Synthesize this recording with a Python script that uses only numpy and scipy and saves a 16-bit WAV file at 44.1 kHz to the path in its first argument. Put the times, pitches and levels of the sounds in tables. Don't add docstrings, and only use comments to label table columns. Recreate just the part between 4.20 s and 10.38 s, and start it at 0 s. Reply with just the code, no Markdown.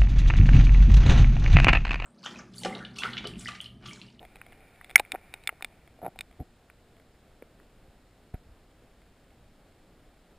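import sys
import numpy as np
from scipy import signal
from scipy.fft import rfft, irfft
from scipy.io import wavfile
from scipy.ndimage import uniform_filter1d

SR = 44100
rng = np.random.default_rng(int(sys.argv[2]) if len(sys.argv) > 2 else 0)


def waveform_to_disk(signal):
    frames = np.transpose(np.atleast_2d(signal))
    scaled = np.clip(frames, -1, 1) * 32767
    samples = np.round(scaled).astype(np.int16)
    wavfile.write(sys.argv[1], SR, samples)


N = 272538
TIME_S = np.arange(N) / SR
HOLD_HZ, TOP_HZ = 12000, 15200


def undb(db):
    return 10 ** (np.asarray(db) / 20)


def level(x, db):
    return x * undb(db) / np.sqrt(np.mean(x ** 2))


def butter(x, hz, kind, order=2):
    return signal.sosfilt(signal.butter(order, hz, kind, fs=SR, output="sos"), x)


def add(out, start_s, x):
    start = max(int(start_s * SR), 0)
    out[start:start + len(x)] += x[:N - start]


def drift(rate_hz):
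    hold = int(SR / rate_hz)
    return uniform_filter1d(np.repeat(rng.standard_normal(N // hold + 1), hold), hold)[:N]


# freq_hz, relative_density_db
WASH_SPECTRUM = [(20, -4.5), (45, -6.5), (100, -11), (250, -12.5), (500, -16.5), (740, -18.5),
                 (1000, -25.5), (1400, -25), (2300, -29), (4000, -31.5), (5500, -36)]


def wash(level_db=-59, flicker_db=1.36, flicker_hz=13, split_hz=900):
    freq_hz, density_db = np.transpose(WASH_SPECTRUM)
    bins_hz = np.maximum(np.fft.rfftfreq(N, 1 / SR), 1)
    colour = undb(np.interp(np.log(bins_hz), np.log(freq_hz), density_db)) * (bins_hz < HOLD_HZ / 2)
    noise = irfft(rfft(rng.standard_normal(N)) * colour, N)
    steady = level(butter(noise, 6.8, "high"), level_db)
    flicker = undb(flicker_db * drift(flicker_hz)) - 1
    return steady + butter(steady, split_hz, "low", order=1) * flicker


# time_s, level_db
SWAY_LEVELS = [(0, -59.5), (.4, -67), (.8, -61.5), (1.4, -67), (2.0, -59), (2.5, -68), (4.1, -63),
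               (4.29, -52), (4.45, -65), (5.05, -68), (5.23, -58.5), (5.45, -67.5), (6.18, -67)]


def sway(low_hz=24, high_hz=62):
    rumble = butter(butter(rng.standard_normal(N), high_hz, "low"), low_hz, "high")
    return level(rumble, 0) * undb(np.interp(TIME_S, *np.transpose(SWAY_LEVELS)))


# pitch_hz, energy_db, t60_s
SHELL_MODES = [(300, -19.5, 0.015), (500, -12.5, 0.062), (755, 8, .024), (880, -5, 0.024),
               (1140, -10.5, .007), (1427, 0, 0.012), (1765, -3.5, .011), (2163, -3, 0.01),
               (2315, -2.5, .0155), (2770, -13, .009), (3520, -9.5, 0.0091), (3544, -3.5, 0.016),
               (4150, -15, 0.0034), (5100, -5.5, .005)]


def shell(tune=1., detune=0.):
    pitch_hz, energy_db, t60_s = np.transpose(SHELL_MODES)
    t = TIME_S[:SR // 20, None]
    decay = np.exp(-np.log(1000) * t / t60_s) / np.sqrt(t60_s)
    modes = np.sin(2 * np.pi * pitch_hz * tune * (1 + detune) * t)
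    return (undb(energy_db) * decay * modes).sum(axis=1)


# start_s, length_s, rms_db, cutoff_hz
GRIP_RUBS = [(0.0, 0.051, -53, 870), (0.929, 0.017, -44, 980), (1.814, 0.081, -41.5, 900),
             (2.185, 0.048, -45, 416), (4.137, 0.019, -51, 2000)]


def rubs(slips_per_s=900, scatter_db=3, flex_gain=0.15):
    out = np.zeros(N)
    for start_s, length_s, rms_db, cutoff_hz in GRIP_RUBS:
        n = int(length_s * SR)
        slips = (rng.random(n) < slips_per_s / SR) * undb(scatter_db * rng.standard_normal(n))
        slips *= signal.windows.tukey(n, .4)
        ring = signal.fftconvolve(slips, shell())
        wall = butter(np.pad(slips, (0, len(ring) - n)), [120, 350], "band")
        rub = butter(level(ring, 0) + flex_gain * level(wall, 0), cutoff_hz, "low", order=3)
        rub = butter(rub, 87, "high")
        add(out, start_s, rub * undb(rms_db) / np.sqrt(np.sum(rub ** 2) / n))
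    return out


BAND_EDGES_HZ = [290, 1000, 1880, 2750, 4900]


def shell_ring(push, tune, bands_db):
    detune = .003 * rng.standard_normal(len(SHELL_MODES))
    ring = signal.fftconvolve(push, shell(tune, detune))
    out = 0
    for low_hz, high_hz, band_db in zip(BAND_EDGES_HZ, BAND_EDGES_HZ[1:], bands_db):
        band = butter(ring, [low_hz * tune, high_hz * tune], "band", order=4)
        out = out + band * undb(band_db) / np.sqrt(np.sum(band ** 2) / (SR / 200))
    return out


def fizz(ticks_per_s=2500, scatter_db=2.0, peak_s=1.18, peak_db=-61.3, floor_db=-85.5,
         swell_db_per_s=2.2, fade_db_per_s=21):
    ticks = (rng.random(N) < ticks_per_s / SR) * undb(scatter_db * rng.standard_normal(N))
    ticks *= rng.choice([-1, 1], N)
    ring = signal.fftconvolve(ticks, shell_ring([1.], tune=1.02, bands_db=[-5.5, -6.5, -2, -15]))[:N]
    since_s = TIME_S - peak_s
    envelope_db = peak_db + np.minimum(swell_db_per_s * since_s, -fade_db_per_s * since_s)
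    return level(ring, 0) * undb(np.maximum(envelope_db, floor_db))


def hit(start_s, tune, bands_db, scrape_gain=0.01, scrape_s=0.00026, echo_gain=0.0037, echo_s=.007):
    out, t = np.zeros(N), TIME_S[:SR // 20]
    envelope = scrape_gain * np.exp(-t / scrape_s) + echo_gain * np.exp(-t / echo_s)
    push = rng.standard_normal(len(t)) * envelope
    push[0] += 1
    add(out, start_s, shell_ring(push, tune, bands_db))
    return out


def hits(rows, balance_db, pivot_hz):
    edges_hz = np.array(BAND_EDGES_HZ)
    octaves = np.log2(np.sqrt(edges_hz[:-1] * edges_hz[1:]) / pivot_hz)
    return sum(hit(start_s, tune, level_db + np.array(balance_db) + tilt_db_per_oct * octaves)
               for start_s, tune, level_db, tilt_db_per_oct in rows)


# start_s, pitch_ratio, level_db, tilt_db_per_oct
GRIP_KNOCKS = [(.014, .76, -51, 2), (.028, 1.06, -49, 4.5), (.7977, 1.12, -23.5, 5),
               (.9428, 0.98, -36, 1.5), (.9482, 1.01, -29.5, 0), (1.3255, 0.94, -48, -1),
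               (1.8631, 1.03, -26.5, -1.5), (1.9587, 1.04, -47.5, 2), (2.2007, 0.94, -44, -1),
               (3.2224, 0.68, -41, 0), (4.1428, 1.07, -48, 4)]
# low_db, middle_db, main_db, high_db
KNOCK_BANDS_DB = [-0.5, -17.5, -21.5, -30.5]


def knocks():
    return hits(GRIP_KNOCKS, KNOCK_BANDS_DB, pivot_hz=543)


def stray_ticks(ticks_per_s=6, thinning_s=3.0, start_db=-62, fade_db_per_s=2.8, scatter_db=2.5):
    onsets = rng.random(N) < ticks_per_s * np.exp(-TIME_S / thinning_s) / SR
    ticks = onsets * undb(start_db - fade_db_per_s * TIME_S + scatter_db * rng.standard_normal(N))
    return signal.fftconvolve(ticks, shell_ring([1.], tune=0.93, bands_db=[5, -3.0, 5.5, -0.5]))[:N]


# start_s, pitch_ratio, level_db, tilt_db_per_oct
SHELL_CLICKS = [(.157, 1.1, -49.5, -5.5), (.6445, 0.98, -47, -0.5), (.6953, 0.94, -48, -3.5),
                (.7026, 1.04, -48, -3.5), (.7103, 0.98, -45.5, -3.5), (.779, 1.04, -35, -1),
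                (.7876, 1.03, -41, -3), (.7959, 1.06, -28, 0.5), (.9189, 1.023, -30, 2),
                (1.139, 1.06, -36.5, -2), (1.237, 1.1, -54, 1), (1.2735, 0.99, -27, 5),
                (1.4234, 1.03, -35, -2), (1.4455, 1.0, -31.5, 0), (1.9888, 1.05, -39.5, 0.5),
                (2.0083, 1.03, -35.5, 3)]
# low_db, middle_db, main_db, high_db
CLICK_BANDS_DB = [-14, -11.5, -.5, -4]


def clicks():
    return hits(SHELL_CLICKS, CLICK_BANDS_DB, pivot_hz=2010)


# start_s, pitch_ratio, level_db, tilt_db_per_oct
HOLLOW_POPS = [(.2145, 1.09, -44.5, -1), (.3286, 1.22, -56.5, -2), (.6113, 0.85, -47, 5),
               (.957, 1.03, -44.5, -4), (1.2906, .94, -31, 1), (1.2923, 1.19, -36, -1),
               (1.4078, .8, -51.5, -6.5), (2.4991, 1.045, -53, 1), (3.2226, .98, -54, 4),
               (3.3993, .82, -61, 4)]
# low_db, middle_db, main_db, high_db
POP_BANDS_DB = [-17.5, -0.5, -1, -25]


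def pops():
    return hits(HOLLOW_POPS, POP_BANDS_DB, pivot_hz=2000)


# start_s, pitch_ratio, level_db
SHELL_SNAPS = [(.757, .95, 1.5), (.8496, 1.0, -48)]
# low_db, middle_db, main_db, high_db
SNAP_BANDS_DB = [-40.5, -14, 0.5, -45.5]


def snaps():
    return sum(hit(start_s, tune, level_db + np.array(SNAP_BANDS_DB))
               for start_s, tune, level_db in SHELL_SNAPS)


# centre_s, peak_db, width_s
HAND_BUMPS = [(0.7969, -35.5, .0012), (1.969, -50, 0.0031), (2.1944, -33.5, 0.0025), (2.205, -21.5, .002),
              (2.2192, -31, 0.0016), (4.1431, -19.5, 0.0018)]


def bumps(low_hz=42, high_hz=500):
    pulses = sum(undb(peak_db) * np.exp(-np.abs(TIME_S - centre_s) / width_s)
                 for centre_s, peak_db, width_s in HAND_BUMPS)
    return -butter(butter(pulses, low_hz, "high"), high_hz, "low")


def creak(count=5, last_s=1.8545, last_db=-35.5, last_gap_s=.008, gap_ratio=1.5, build_db_per_s=230,
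          tune=0.99, tune_spread=.04, tilt_db_per_oct=-1.0):
    gaps_s = last_gap_s * gap_ratio ** np.arange(count - 1)
    slips = []
    for lead_s in np.append(0, np.cumsum(gaps_s)):
        slip_tune = tune + tune_spread * rng.standard_normal()
        slips.append((last_s - lead_s, slip_tune, last_db - build_db_per_s * lead_s, tilt_db_per_oct))
    return hits(slips, KNOCK_BANDS_DB, pivot_hz=540)


def scene():
    mono = (wash() + sway() + rubs() + fizz() + knocks() + stray_ticks()
            + clicks() + pops() + snaps() + bumps() + creak())
    return np.array([mono, mono])


def record(dry, band_hz=5550, ceiling=0.98, hiss_db=-77):
    narrow = signal.sosfilt(signal.ellip(8, .3, 50, band_hz, fs=SR, output="sos"), dry)
    sampled = signal.resample_poly(narrow, HOLD_HZ, SR, axis=1, window=("kaiser", 2))
    steps = np.repeat(np.clip(sampled, -ceiling, ceiling), 8, axis=1)
    held = signal.resample_poly(steps, SR, 8 * HOLD_HZ, axis=1)[:, :N]
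    hiss = level(butter(rng.standard_normal((2, N)), 8000, "low"), hiss_db)
    return signal.sosfilt(signal.ellip(8, .2, 70, TOP_HZ, fs=SR, output="sos"), held + hiss)


dry = scene()
out = record(dry)
waveform_to_disk(out)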